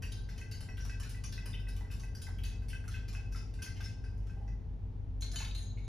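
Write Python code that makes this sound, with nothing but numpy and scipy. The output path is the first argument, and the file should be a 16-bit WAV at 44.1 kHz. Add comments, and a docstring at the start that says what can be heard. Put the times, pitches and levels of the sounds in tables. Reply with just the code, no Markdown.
"""A quiet bar: a long spoon stirs ice in a mixing glass, slows down, and is laid on a steel tray,
where it settles with a few light taps. The spoon ticks, cubes knock the glass and grate on each other,
and trapped air gurgles in the drink. Cooling machines hum under it all.
A lively room carries the clinks to a pair of microphone ports across the counter."""
import sys
import numpy as np
from scipy import signal
from scipy.fft import rfft, irfft, next_fast_len
from scipy.io import wavfile
from scipy.ndimage import uniform_filter1d

SR = 44100
rng = np.random.default_rng(int(sys.argv[2]) if len(sys.argv) > 2 else 0)


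def transcribe(signal):
    """Save signal, clipped to [-1, 1], as a 16-bit WAV file at the path in sys.argv[1]."""
    frames = np.atleast_2d(signal).T
    limited = np.clip(frames, -1, 1)
    pcm = np.round(limited * 32767).astype(np.int16)
    wavfile.write(sys.argv[1], SR, pcm)


N = 259300

# rumble of the room air: freq_hz, relative_db
AIR_SPECTRUM = [(25, -7.5), (45, -3.5), (75, 0), (125, -8), (145, -12.5), (190, -12.5), (220, -20.5),
                (400, -27), (600, -33), (850, -31), (1150, -42), (3000, -51.5), (6000, -60), (12000, -69.5),
                (16000, -92)]
# how alike that rumble is left and right: freq_hz, likeness_share
AIR_LIKENESS = [(30, 0.89), (70, 0.8), (250, 0.75), (450, 0.59), (700, 0.065), (2000, 0.21), (4500, 0.58)]
# machine drones: pitch_hz, level_db, waver_share
DRONES = [(96.6, -46, 0.041), (113.7, -54, 0.0483), (253.9, -65, 0.00504), (434.9, -71, 0.0021)]
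# the compressor's wandering hum: time_s, pitch_hz, level_db
COMPRESSOR_CURVE = [(0.0, 47.8, -54), (0.08, 48.46, -40), (0.7, 46.5, -47), (0.82, 49.53, -42.5),
                    (1.28, 46.44, -44), (2.13, 47.04, -38), (2.26, 42.9, -51.5), (2.41, 47.74, -42.5),
                    (3.24, 47.48, -43), (3.32, 46.6, -42), (3.85, 47.72, -47.5), (3.9, 49.4, -57),
                    (4.03, 49.46, -40.5), (4.68, 49.0, -41.5), (4.96, 46.22, -46), (5.27, 48.52, -40),
                    (5.8, 47.04, -42.5), (5.88, 49.8, -48)]
# reverb time: freq_hz, t60_s
ROOM_DECAY = [(500, 0.35), (2000, 0.45), (5000, 0.54), (10000, 0.31), (15000, 0.22)]
# air pockets between the cubes: start_s, level_db, pitch_hz, t60_s, pitch_spread_share
AIR_POCKETS = [(.685, -47, 815, 0.033, .12), (1.048, -48.5, 1414, 0.09, 0.038),
               (1.53, -45, 3410, 0.027, 0.092), (1.542, -45, 2920, 0.026, 0.091),
               (1.808, -48.5, 880, 0.028, 0.11), (2.035, -52, 810, 0.042, 0.13),
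               (2.279, -46.5, 807, 0.038, 0.11), (2.285, -53, 1310, .03, 0.32),
               (2.877, -51, 1380, 0.035, .05), (3.178, -58, 810, 0.048, .1),
               (3.347, -48.5, 1360, 0.036, 0.054), (3.799, -52.5, 774, 0.061, 0.088),
               (4.37, -57.5, 810, 0.098, 0.019), (4.413, -55.5, 805, .09, 0.017),
               (4.448, -58, 800, 0.095, .02)]
# low modes of the glass in split pairs, the sixth a dull knock: pitch_hz, level_db, t60_s
WALL_MODES = [(1560, 0.5, 0.27), (1558.4, -3.5, 0.11), (1988, 6, 0.11), (1940, -0.5, 0.057),
              (2586, 1, 0.25), (1543, 4.5, 0.024), (2603, 1, 0.072)]
# the wall's second mode follows the swirling drink: time_s, pitch_hz
SWIRL_PITCH = [(0.3, 2003), (0.7, 1978), (0.9, 1950), (1.38, 1992), (1.55, 1984), (2.0, 1980), (2.3, 2010),
               (2.75, 2023), (3.6, 2070), (4.5, 2013)]
# cubes hit the wall, its second and third modes trimmed against the first:
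# start_s, level_db, second_mode_db, third_mode_db, ring_time_share
CUBE_KNOCKS = [(.025, -56.5, -24, -2, 0.59), (.169, -65.5, -27, -17, 0.81), (0.2878, -56, -5.5, -19, 0.53),
               (0.361, -66.5, -11, -2, 0.41), (.413, -60.5, 1, 4, 1), (.5148, -64, -17, -13, 0.43),
               (.538, -67.5, 3.5, -22, 0.67), (0.608, -60, -42, -30, 0.7), (.687, -58.5, 4, 1, 0.54),
               (.778, -57.5, -21, -25, .6), (0.8039, -54.5, -15, -25, 0.47), (0.895, -51, -6, -2.5, 0.78),
               (1.1459, -65, 6, 5, 0.53), (1.24, -58, -1, 1.5, 0.37), (1.327, -58, -4, -23, 0.39),
               (1.377, -59, 7, 2.5, 0.53), (1.463, -65.5, -3, 4, 0.49), (1.538, -59, 6.5, 7, 0.33),
               (1.596, -60.5, -39, -26, 0.5), (1.6696, -62.5, 4, 2, 0.36), (1.682, -58.5, -18, -12, 0.59),
               (1.8081, -67, 4.5, -13, 0.47), (1.85, -68.5, 3, -12, 0.76), (1.902, -63, -18, 3, 0.52),
               (2.034, -59, -1, -3, .55), (2.149, -58, -11, -15, 0.31), (2.2165, -60.5, -19, -4, 0.79),
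               (2.268, -55, 6, -15, 0.3), (2.39, -68, -13, -4, 0.65), (2.44, -55, -32, -19, 0.35),
               (2.5118, -67, -2, 1, .8), (2.6209, -63, -3, -6, 0.32), (2.73, -51.5, -6, -7, 0.85),
               (2.8407, -57.5, -25, -28, 0.31), (2.8774, -76, -5, -19, 0.53),
               (2.94, -53.5, -9.5, -2.5, 0.74), (3.0847, -68, 2, -16, .6), (3.1491, -51.5, -8, 0.5, 0.36),
               (3.247, -71, -22, 5.5, 0.47), (3.323, -62.5, -8, -13, 0.47), (3.347, -61.5, 3.5, -17, 0.44),
               (3.3777, -74.5, 3, 12, 1), (3.589, -60.5, -6, -25, 0.89), (3.619, -54.5, -17, -2.5, .8),
               (3.661, -57.5, -2, -6, 1), (3.806, -50.5, -10, -17, 0.66), (3.86, -63, 1, -1, .8),
               (4.04, -58, -19, -8, 0.47), (4.2257, -77, -22, -25, 0.53), (4.297, -64.5, -17, -23, 0.54),
               (4.4787, -68.5, -1, -13, 0.82)]
# one mode stands out of a clink and rings on: start_s, level_db, pitch_hz, t60_s
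PINGS = [(.03, -61, 4675, 0.085), (.035, -58, 2794, 0.072), (.12, -61, 6390, 0.048),
         (.121, -59, 10000, .06), (.516, -65, 9960, .05), (.52, -58.5, 6400, .06),
         (0.523, -58, 4500, 0.073), (.61, -65, 9940, 0.091), (0.691, -63, 5610, 0.051),
         (0.807, -58.5, 5740, 0.11), (1.002, -60, 10000, .05), (1.012, -64, 5740, .12),
         (1.098, -64, 9570, .1), (1.24, -56.5, 5770, 0.096), (1.241, -58, 6390, .12),
         (1.46, -55, 9900, .05), (1.462, -57.5, 4997, 0.057), (1.545, -56.5, 3045, 0.037),
         (1.686, -61.5, 9900, 0.076), (2.151, -60.5, 4800, .1), (2.153, -67, 5700, 0.085),
         (2.218, -67, 6900, .08), (2.437, -58, 3310, 0.032), (2.45, -59, 6400, 0.061),
         (2.88, -64, 5890, 0.087), (3.36, -63, 5100, 0.081), (3.625, -57.5, 6407, 0.098),
         (3.835, -63.5, 5275, 0.11), (5.222, -53, 4054, 0.074), (5.7745, -61, 2240, 0.045)]
# colour of a bare clack: freq_hz, relative_db
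CLACK_SPECTRUM = [(500, 7), (1200, 8), (2500, 7.5), (4000, -0.5), (7000, -1), (10000, -7.5), (12000, -17.5),
                  (14000, -9), (16000, -33)]
# upper modes of glass and spoon: pitch_hz, level_db, t60_s
GLASS_MODES = [(2990, 6.5, 0.01), (3770, -16, 0.026), (4290, -10.5, 0.14), (4680, -14, 0.043),
               (4940, 2.5, 0.017), (5230, 1.5, 0.017), (5360, -6, 0.065), (5720, 5, 0.028),
               (6356, -3.5, 0.05), (6800, -24.5, 0.075), (7343, -1, 0.13), (7600, -12, 0.098),
               (8780, 1.5, 0.042), (9300, 1.5, 0.032), (9920, -1, 0.049), (10060, -15, 0.07),
               (11600, -14, 0.044), (11030, -10, 0.072), (12700, -14.5, 0.025), (14200, -27.5, 0.069),
               (13000, -1.5, 0.023)]
# modes of the steel tray: pitch_hz, level_db, t60_s
TRAY_MODES = [(686, 3, 0.075), (888, -16, 0.089), (1490, -3, 0.065), (1722, -0.5, 0.041), (2240, 0, 0.028),
              (2540, -20, 0.04), (3650, -5, 0.082), (4200, 3, 0.026), (4120, 2, 0.063), (4400, -8, 0.1),
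              (5190, -13, 0.063), (6370, -8, 0.026), (6480, 0.5, 0.036), (7010, -1, 0.072),
              (9140, -6, 0.085), (9720, -9.5, 0.091), (13000, -24, 0.056)]
# modes of the bouncing spoon: pitch_hz, level_db, t60_s
SPOON_MODES = [(3050, -0.5, 0.18), (3760, -0.5, 0.21), (4130, -23, .3), (4650, -4.5, 0.5),
               (6045, -6.5, 0.46), (6880, 0, 0.09), (10900, -5, 0.039), (11956, -10, .055)]
# modes of the spoon lying on the tray: pitch_hz, level_db, t60_s
RESTING_SPOON_MODES = [(1840, -10, 0.089), (3580, -8, 0.079), (3768, -5, 0.27), (3920, 1, .08),
                       (4075, -1, 0.23), (4320, -7, 0.091), (4760, -15, .1), (6470, -3, 0.19),
                       (6568, 1, 0.17), (6900, -6, .15), (7036, -5.5, 0.23), (9800, -1, 0.12)]
# spoon against ice and glass: start_s, level_db, bright_hz, rolloff_db_per_octave, top_end_db, slide_s
STIR_TICKS = [(0.0219, -48.5, 4360, -1, 0, 0.0075), (0.118, -48.5, 3980, 14, -6, 0.0054),
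              (0.2863, -55.5, 4260, 16, -6.5, 0.028), (0.378, -51.5, 5700, 5, -2, 0.0033),
              (0.513, -48.5, 5100, 10, -0.5, .003), (0.606, -53, 4787, 0, 5, .004),
              (0.7708, -52.5, 3630, 21, -5.5, 0.0068), (0.8062, -54, 5750, 37, -21, 0.003),
              (0.85, -50.5, 3130, -1, 2.5, 0.0046), (0.895, -55, 5170, 11, -25, .004),
              (0.998, -50.5, 5100, -2.5, 2.5, 0.012), (1.012, -49.5, 1600, 58, -27, .006),
              (1.03, -47, 3660, 15, -8, 0.0058), (1.093, -50.5, 5740, -8, 4.5, 0.0068),
              (1.237, -47.5, 5630, 6, -2.5, .006), (1.322, -47, 4240, 13, -3, 0.0057),
              (1.457, -49.5, 4770, 0.5, 4.5, .006), (1.6837, -52.5, 4850, 15, -1.5, 0.0067),
              (1.764, -54, 3700, 7, 0, 0.0034), (1.9062, -52, 4280, -2.5, 3, 0.021),
              (1.996, -54, 5040, 5, -2, .006), (2.1498, -52, 5100, 15, 1, 0.0032),
              (2.2158, -48.5, 4954, 17, -2, 0.0056), (2.384, -54.5, 2900, 15, -11, 0.0031),
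              (2.4359, -47, 3800, 16, -1, 0.0033), (2.449, -48.5, 6200, 10, -5.5, 0.0048),
              (2.684, -52.5, 4800, 15, 1.5, 0.016), (2.7, -48, 2908, 29, -8, 0.0042),
              (2.8782, -52.5, 5935, 5.5, 1, 0.003), (2.91, -51.5, 3700, 11, -6, 0.018),
              (2.94, -55.5, 3250, 17, -24, 0.0074), (3.081, -52, 5172, 7.5, -5, 0.0048),
              (3.1271, -53.5, 5110, 1, -2, 0.015), (3.318, -55, 5520, 16, -5, 0.014),
              (3.3572, -52.5, 5400, 6.5, -3, 0.01), (3.5384, -57.5, 4840, 7.5, -2, 0.0029),
              (3.6195, -45, 5490, 3, 2.5, 0.013), (3.643, -64, 4480, 4, -8, 0.0083),
              (3.76, -54.5, 3315, 7, -11, 0.016), (3.803, -51.5, 3700, 11, -9, 0.016),
              (3.834, -49.5, 5240, 14, -7, 0.012), (4.0412, -67, 3087, 9, -23, 0.006),
              (4.1765, -72, 5783, 10, -0.5, 0.0046), (4.2677, -63.5, 3083, -3, -2.5, 0.0044),
              (4.476, -66.5, 5690, 26, -25, .006)]
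# hits that ring the tray: start_s, level_db, bright_hz, rolloff_db_per_octave, top_end_db, slide_s
TRAY_HITS = [(5.208, -46.5, 6500, 19.3, -2, 0.014), (5.2206, -45.5, 4200, 4.9, -1.5, 0.0027),
             (5.245, -67, 4100, 14, -6, .005), (5.285, -67, 1750, 29, -20, .005),
             (5.313, -49.5, 5560, 14, -1, .008), (5.335, -48.5, 1490, 10, 3, 0.0054),
             (5.358, -47, 6550, 6.3, 1, 0.0071), (5.385, -46, 5900, 6.4, -2, 0.0062),
             (5.43, -54.5, 5980, 13, 2.5, .005), (5.40, -43.5, 2300, 26, -20, 0.0026),
             (5.405, -45.5, 940, 76, -17, 0.0037), (5.425, -51, 2300, 28, -13, 0.0036),
             (5.45, -60, 2300, 28, -14, .005), (5.44, -50, 1420, 105, -20, 0.0045),
             (5.50, -71, 2220, 29, -16, .005), (5.547, -51.5, 4120, 7.7, 6, 0.0064),
             (5.59, -56.5, 1800, 38, -14, 0.0076), (5.7745, -58, 2266, 27, -21, 0.0014)]
# bounces that ring the spoon: start_s, level_db, bright_hz, rolloff_db_per_octave, top_end_db, slide_s
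SPOON_BOUNCES = [(5.3574, -44.5, 4198, 1.3, 0.5, 0.00088), (5.412, -48.5, 4690, 8.7, -8, 0.0023),
                 (5.447, -45, 3740, 18, -11, .001), (5.478, -56, 3030, 20, -3, 0.0038),
                 (5.51, -49, 3770, 40, -18, .001)]
# the spoon's last light taps: start_s, level_db, bright_hz, rolloff_db_per_octave, top_end_db, slide_s
SETTLING_TAPS = [(5.548, -56, 4000, 1.8, -9, 0.0063), (5.577, -54.5, 4000, 5.8, 4, 0.0044),
                 (5.615, -57, 6500, 9.3, -2, 0.0036), (5.665, -64, 6500, 5.1, -6, 0.0055),
                 (5.78, -64, 3800, 9.7, -12, 0.0054), (5.84, -67.5, 3800, 3, -7, .006)]
# phase by which the left port leads: freq_hz, lead_rad
PORT_LEAD = [(0, 0), (1500, 0), (2800, .5), (5100, .7), (5700, 0), (6900, -1.3), (7650, -np.pi),
             (8800, -np.pi), (9200, -4.2), (10600, -2 * np.pi), (12500, -2 * np.pi), (13400, -8.3),
             (14300, -3 * np.pi)]
# balance of the ports: freq_hz, left_over_right_db
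PORT_BALANCE = [(30, 0), (80, 2.5), (1000, 0.3), (2500, 2), (5200, 4), (6800, 3), (7700, 0.7)]
# what both ports hear alike: freq_hz, likeness_share
PORT_LIKENESS = [(1000, 0.01), (6500, 0.29), (7700, 1), (8600, 0.97), (9300, 0.76), (10200, 0.22),
                 (10800, 1), (12400, 1), (13200, 0.21), (14200, .9)]


def amp(db):
    """dB to gain."""
    return 10 ** (np.asarray(db) / 20)


def unit_rms(x):
    """Scales to rms 1."""
    return x / np.sqrt(np.mean(x ** 2) + 1e-20)


def curve_at(points, hz):
    """Reads a curve on a log-frequency axis."""
    freq_hz, value = np.transpose(points)
    return np.interp(np.log(hz + 1), np.log(freq_hz + 1), value)


def add(mix, start_s, sound):
    """Mixes a sound in at start_s."""
    part = mix[round(start_s * SR):][:len(sound)]
    part += sound[:len(part)]


def ring(hz, db, t60):
    """A struck body: one dying sine a mode."""
    t = np.arange(SR // 3)[:, None] / SR
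    return (amp(db - 60 * t / np.maximum(t60, .01)) * np.sin(2 * np.pi * hz * t)).sum(1)


def waver(first_span, second_span):
    """Random drift at rms 1: noise smoothed twice, spans in samples."""
    return unit_rms(uniform_filter1d(uniform_filter1d(rng.standard_normal(N), first_span), second_span))


def contacts(per_s, spread_db):
    """Random impulses of uneven strength."""
    return (rng.random(N) < per_s / SR) * amp(spread_db * np.minimum(rng.exponential(1, N), 3))


def room_air(level_db=-45):
    """A bed of dark noise, nearly mono in the bass and wider above."""
    hz = np.fft.rfftfreq(N, 1 / SR)
    noise = rng.standard_normal((len(hz), 4)).T
    left, unrelated = noise[::2] + 1j * noise[1::2]
    likeness = curve_at(AIR_LIKENESS, hz)
    right = likeness * left + np.sqrt(1 - likeness ** 2) * unrelated
    spectrum = np.array([left, right]) * amp(curve_at(AIR_SPECTRUM, hz)) * (hz > 20)
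    return amp(level_db) * unit_rms(irfft(spectrum, N))


def machine_drones():
    """Cooling machines hold low tones, steady in level and wavering in pitch."""
    out = np.zeros(N)
    for centre_hz, level_db, waver_share in DRONES:
        pitch_hz = centre_hz * (1 + waver_share * waver(4000, 2500))
        out += np.sqrt(2) * amp(level_db) * np.sin(2 * np.pi * np.cumsum(pitch_hz) / SR)
    return out


def compressor(flutter_db=2.5, flutter_s=0.1):
    """A deep hum that wanders in pitch, swells and flutters quickly in level."""
    time_s, pitch_hz, level_db = np.transpose(COMPRESSOR_CURVE)
    t, span = np.arange(N) / SR, round(flutter_s * SR)
    envelope = amp(np.interp(t, time_s, level_db) + flutter_db * waver(span, span))
    phase = 2 * np.pi * np.cumsum(np.interp(t, time_s, pitch_hz)) / SR
    return np.sqrt(2) * envelope * np.sin(phase)


def room_reverb(send, crossfade_hz=3.1):
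    """Sparse reflections, each band dying at its own speed; three tails trade as glass and hands move."""
    taps = np.zeros((3, 2, SR // 2))
    grid = np.arange(120, SR // 2 - 20, 20)
    arrivals = grid + rng.integers(0, 20, (3, 2, len(grid)))
    np.put_along_axis(taps, arrivals, rng.choice([-1., 1.], arrivals.shape), 2)
    taps[:, 1] = 0.42 * taps[:, 0] + 1.07 * taps[:, 1]  # close ports share part of the tail
    hz, t, bands = signal.stft(taps, SR, nperseg=256)
    decay = amp(-60 * t / curve_at(ROOM_DECAY, hz)[:, None])
    tails = signal.istft(bands * decay, SR, nperseg=256)[1]
    tails /= np.linalg.norm(tails, axis=2, keepdims=True)
    cycles = crossfade_hz * np.arange(N) / SR + np.arange(3)[:, None] / 3
    crossfade = np.sqrt(2 / 3) * np.cos(2 * np.pi * cycles)
    return signal.fftconvolve((send * crossfade)[:, None], tails, axes=2)[:, :, :N].sum(0)


def ice_rattle(relative_db=-4, rest_db=-84.5, settle_t60_s=0.083):
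    """Small cubes jostle after each knock: faint contacts ring the whole glass, damped by the ice."""
    jostle, envelope = np.zeros(N), np.zeros(N)
    for hz, mode_db, t60 in WALL_MODES + GLASS_MODES:
        jostle += signal.oaconvolve(contacts(per_s=40, spread_db=3.5), ring(hz, mode_db, .3 * t60))[:N]
    for start_s, level_db, *_ in CUBE_KNOCKS:
        add(envelope, start_s, amp(level_db + relative_db - 60 * np.arange(SR) / SR / settle_t60_s))
    stirring = np.arange(N) / SR < CUBE_KNOCKS[-1][0]
    return unit_rms(jostle) * (envelope + amp(rest_db) * stirring)


def ice_scrape(relative_db=-21.5, t60_s=0.22, grains_per_s=44, colours=8):
    """Ice grates on ice and spoon: tiny bright grains that fade after each tick."""
    grit, envelope = np.zeros(N), np.zeros(N)
    hz, t = np.fft.rfftfreq(512, 1 / SR), np.arange(512) / SR
    for centre_hz in np.geomspace(3500, 13000, colours):
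        colour_db = curve_at(CLACK_SPECTRUM, hz) - 22 * abs(np.log2((hz + 1) / centre_hz))
        grain = irfft(rfft(rng.standard_normal(512)) * amp(colour_db)) * amp(-60 * t / 0.012)
        grit += signal.oaconvolve(contacts(grains_per_s / colours, spread_db=4.5), grain)[:N]
    for start_s, level_db, *_ in STIR_TICKS:
        add(envelope, start_s, amp(level_db + relative_db - 60 * np.arange(SR) / SR / t60_s))
    return unit_rms(grit) * envelope


def gurgles(bubbles=5, max_lag_s=.008, attack_s=0.00032):
    """Each trapped air pocket breaks into a few bubbles that ring briefly and rise in pitch."""
    out, t = np.zeros(N), np.arange(SR // 8) / SR
    for start_s, level_db, pitch_hz, t60, spread in AIR_POCKETS:
        envelope = (1 - np.exp(-t / attack_s)) * amp(level_db - 60 * t / t60) / np.sqrt(bubbles)
        for shift, lag in rng.uniform(-1, 1, (bubbles, 2)):
            chirp = np.sin(2 * np.pi * pitch_hz * (1 + spread * shift) * (t + 0.87 * t ** 2))
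            add(out, start_s + max_lag_s * lag ** 2, envelope * chirp)
    return out


def cube_knocks(attack_s=.0015, detune=0.0015, scatter_db=1.5):
    """Blunt cubes ring the wall's three lowest modes; split pairs beat, the swirl retunes the second."""
    out = np.zeros(N)
    mode_hz, mode_db, t60 = np.transpose(WALL_MODES)
    attack = 1 - np.exp(-np.arange(SR // 3) / SR / attack_s)
    for start_s, level_db, second_db, third_db, ring_share in CUBE_KNOCKS:
        trim_db = np.array([0, 0, second_db, second_db, third_db, 0, third_db])
        scatter, shift = rng.standard_normal((2, len(mode_hz)))
        pitch_hz = mode_hz * (1 + detune * shift)
        pitch_hz[2:4] *= np.interp(start_s, *np.transpose(SWIRL_PITCH)) / mode_hz[2]
        struck_db = level_db + mode_db + trim_db + scatter_db * scatter
        add(out, start_s, attack * ring(pitch_hz, struck_db, ring_share * t60))
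    return out


def pings(split_share=0.0042):
    """Single modes of glass, ice and steel sing out, each a close, beating pair."""
    out = np.zeros(N)
    for start_s, level_db, pitch_hz, t60 in PINGS:
        pair_hz = pitch_hz * (1 + split_share * rng.uniform(-1.24, 1, size=2))
        add(out, start_s, ring(pair_hz, level_db, t60))
    return out


def hit_eq_db(hz, bright_hz, rolloff, top_end_db):
    """The colour of one hit: a peak at bright_hz, and a flat shelf from 7.5 kHz up."""
    return np.where(hz < 7500, -abs(rolloff * np.log2((hz + 1) / bright_hz)), top_end_db)


def clinks(hits, modes, ring_db, clack_db, snap_db, scatter_db, detune):
    """Hard hits: a bright snap, then a chatter of contacts that each clack and ring split modes."""
    out = np.zeros(N)
    mode_hz, mode_db, t60 = np.transpose(modes + modes)  # two of each, detuned into pairs
    hz, t = np.fft.rfftfreq(1024, 1 / SR), np.arange(2048) / SR
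    attack_s, clack_t60_s, snap_t60_s, snap_loss_db_per_s = .001, 0.04, 0.004, 900
    for start_s, level_db, bright_hz, rolloff, top_end_db, slide_s in hits:
        eq = bright_hz, rolloff, top_end_db
        noise, contact, touch = rng.standard_normal((3, 2048))
        chatter = (abs(contact) > 2.4) * abs(noise) * np.exp(-t / max(slide_s, .001))
        chatter[0] = 0.72  # the first contact
        clack_colour = amp(curve_at(CLACK_SPECTRUM, hz) + hit_eq_db(hz, *eq))
        clack = unit_rms(irfft(rfft(noise[:1024]) * clack_colour))
        pitch_hz = mode_hz * (1 + detune * touch[:len(mode_hz)])  # ice or hand shifts the modes a little
        struck_db = ring_db + mode_db + hit_eq_db(mode_hz, *eq) + scatter_db * touch[-len(mode_hz):]
        body = ring(pitch_hz, struck_db, t60)
        add(body, 0, clack * amp(clack_db - 60 * t[:1024] / clack_t60_s))
        clink = signal.oaconvolve(body, chatter / np.linalg.norm(chatter))
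        clink *= 1 - np.exp(-np.arange(len(clink)) / SR / attack_s)
        snap = unit_rms(np.diff(contact[:203], 3))
        onset_db = snap_db + top_end_db - snap_loss_db_per_s * slide_s  # a longer slide snaps less
        add(clink, 0, snap * amp(onset_db - 60 * t[:200] / snap_t60_s))
        add(out, start_s, amp(level_db) * clink)
    return out


def tray_clatter():
    """The steel tray clanks as the spoon lands on it."""
    return clinks(TRAY_HITS, TRAY_MODES,
                  ring_db=-7.5, clack_db=-1, snap_db=-18, scatter_db=1.5, detune=0.0066)


def spoon_settling():
    """The spoon settles on the tray and rings on with a few last light taps."""
    return clinks(SETTLING_TAPS, RESTING_SPOON_MODES,
                  ring_db=-9.5, clack_db=-2.5, snap_db=-15, scatter_db=0.5, detune=0.0039)


def spoon_landing(rest_s=5.545, damping_db_per_s=900):
    """The spoon bounces on the tray, its free ring choked as it lies down."""
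    bounces = clinks(SPOON_BOUNCES, SPOON_MODES,
                     ring_db=-7, clack_db=2.5, snap_db=-24, scatter_db=1, detune=0.00064)
    return bounces * amp(-damping_db_per_s * np.maximum(np.arange(N) / SR - rest_s, 0))


def stirring_spoon():
    """The spoon ticks against ice and glass: crisp snaps with a light ring."""
    return clinks(STIR_TICKS, GLASS_MODES,
                  ring_db=-13, clack_db=0, snap_db=5, scatter_db=3.5, detune=0.0092)


def scene():
    """Glass, spoon and tray, direct and through the room, over the bed of air and machines."""
    bright = stirring_spoon() + pings() + ice_rattle() + ice_scrape() + tray_clatter() + spoon_settling()
    spoon, knocks, drink = spoon_landing(), cube_knocks(), gurgles()
    # long rings and gurgles reach the walls less than the clinks do
    send = bright + amp(-2) * (knocks + drink) + amp(-8.5) * spoon
    reverb = amp(3.5) * room_reverb(send)
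    bed = room_air() + machine_drones() + compressor()
    return bright + knocks + drink + spoon + reverb + bed


def record(dry, cutoff_hz=15780):
    """Two ports in one housing: treble much alike but shifted in phase, left a bit louder; a high cut."""
    size = next_fast_len(N + 4096)
    hz = np.fft.rfftfreq(size, 1 / SR)
    left, right = rfft(dry, size)
    likeness = curve_at(PORT_LIKENESS, hz)
    right = likeness * left + np.sqrt(1 - likeness ** 2) * right * (1 - 0.028 * likeness)
    lead_rad = np.interp(hz, *np.transpose(PORT_LEAD))
    half_offset = np.exp(.5j * lead_rad) * amp(curve_at(PORT_BALANCE, hz) / 2)
    ports = irfft([left * half_offset, right / half_offset], size)[:, :N]
    high_cut = signal.firwin(511, cutoff_hz, window=("kaiser", 9), fs=SR)
    return signal.oaconvolve(ports, high_cut[None], "same")


dry = scene()
out = record(dry)
transcribe(out)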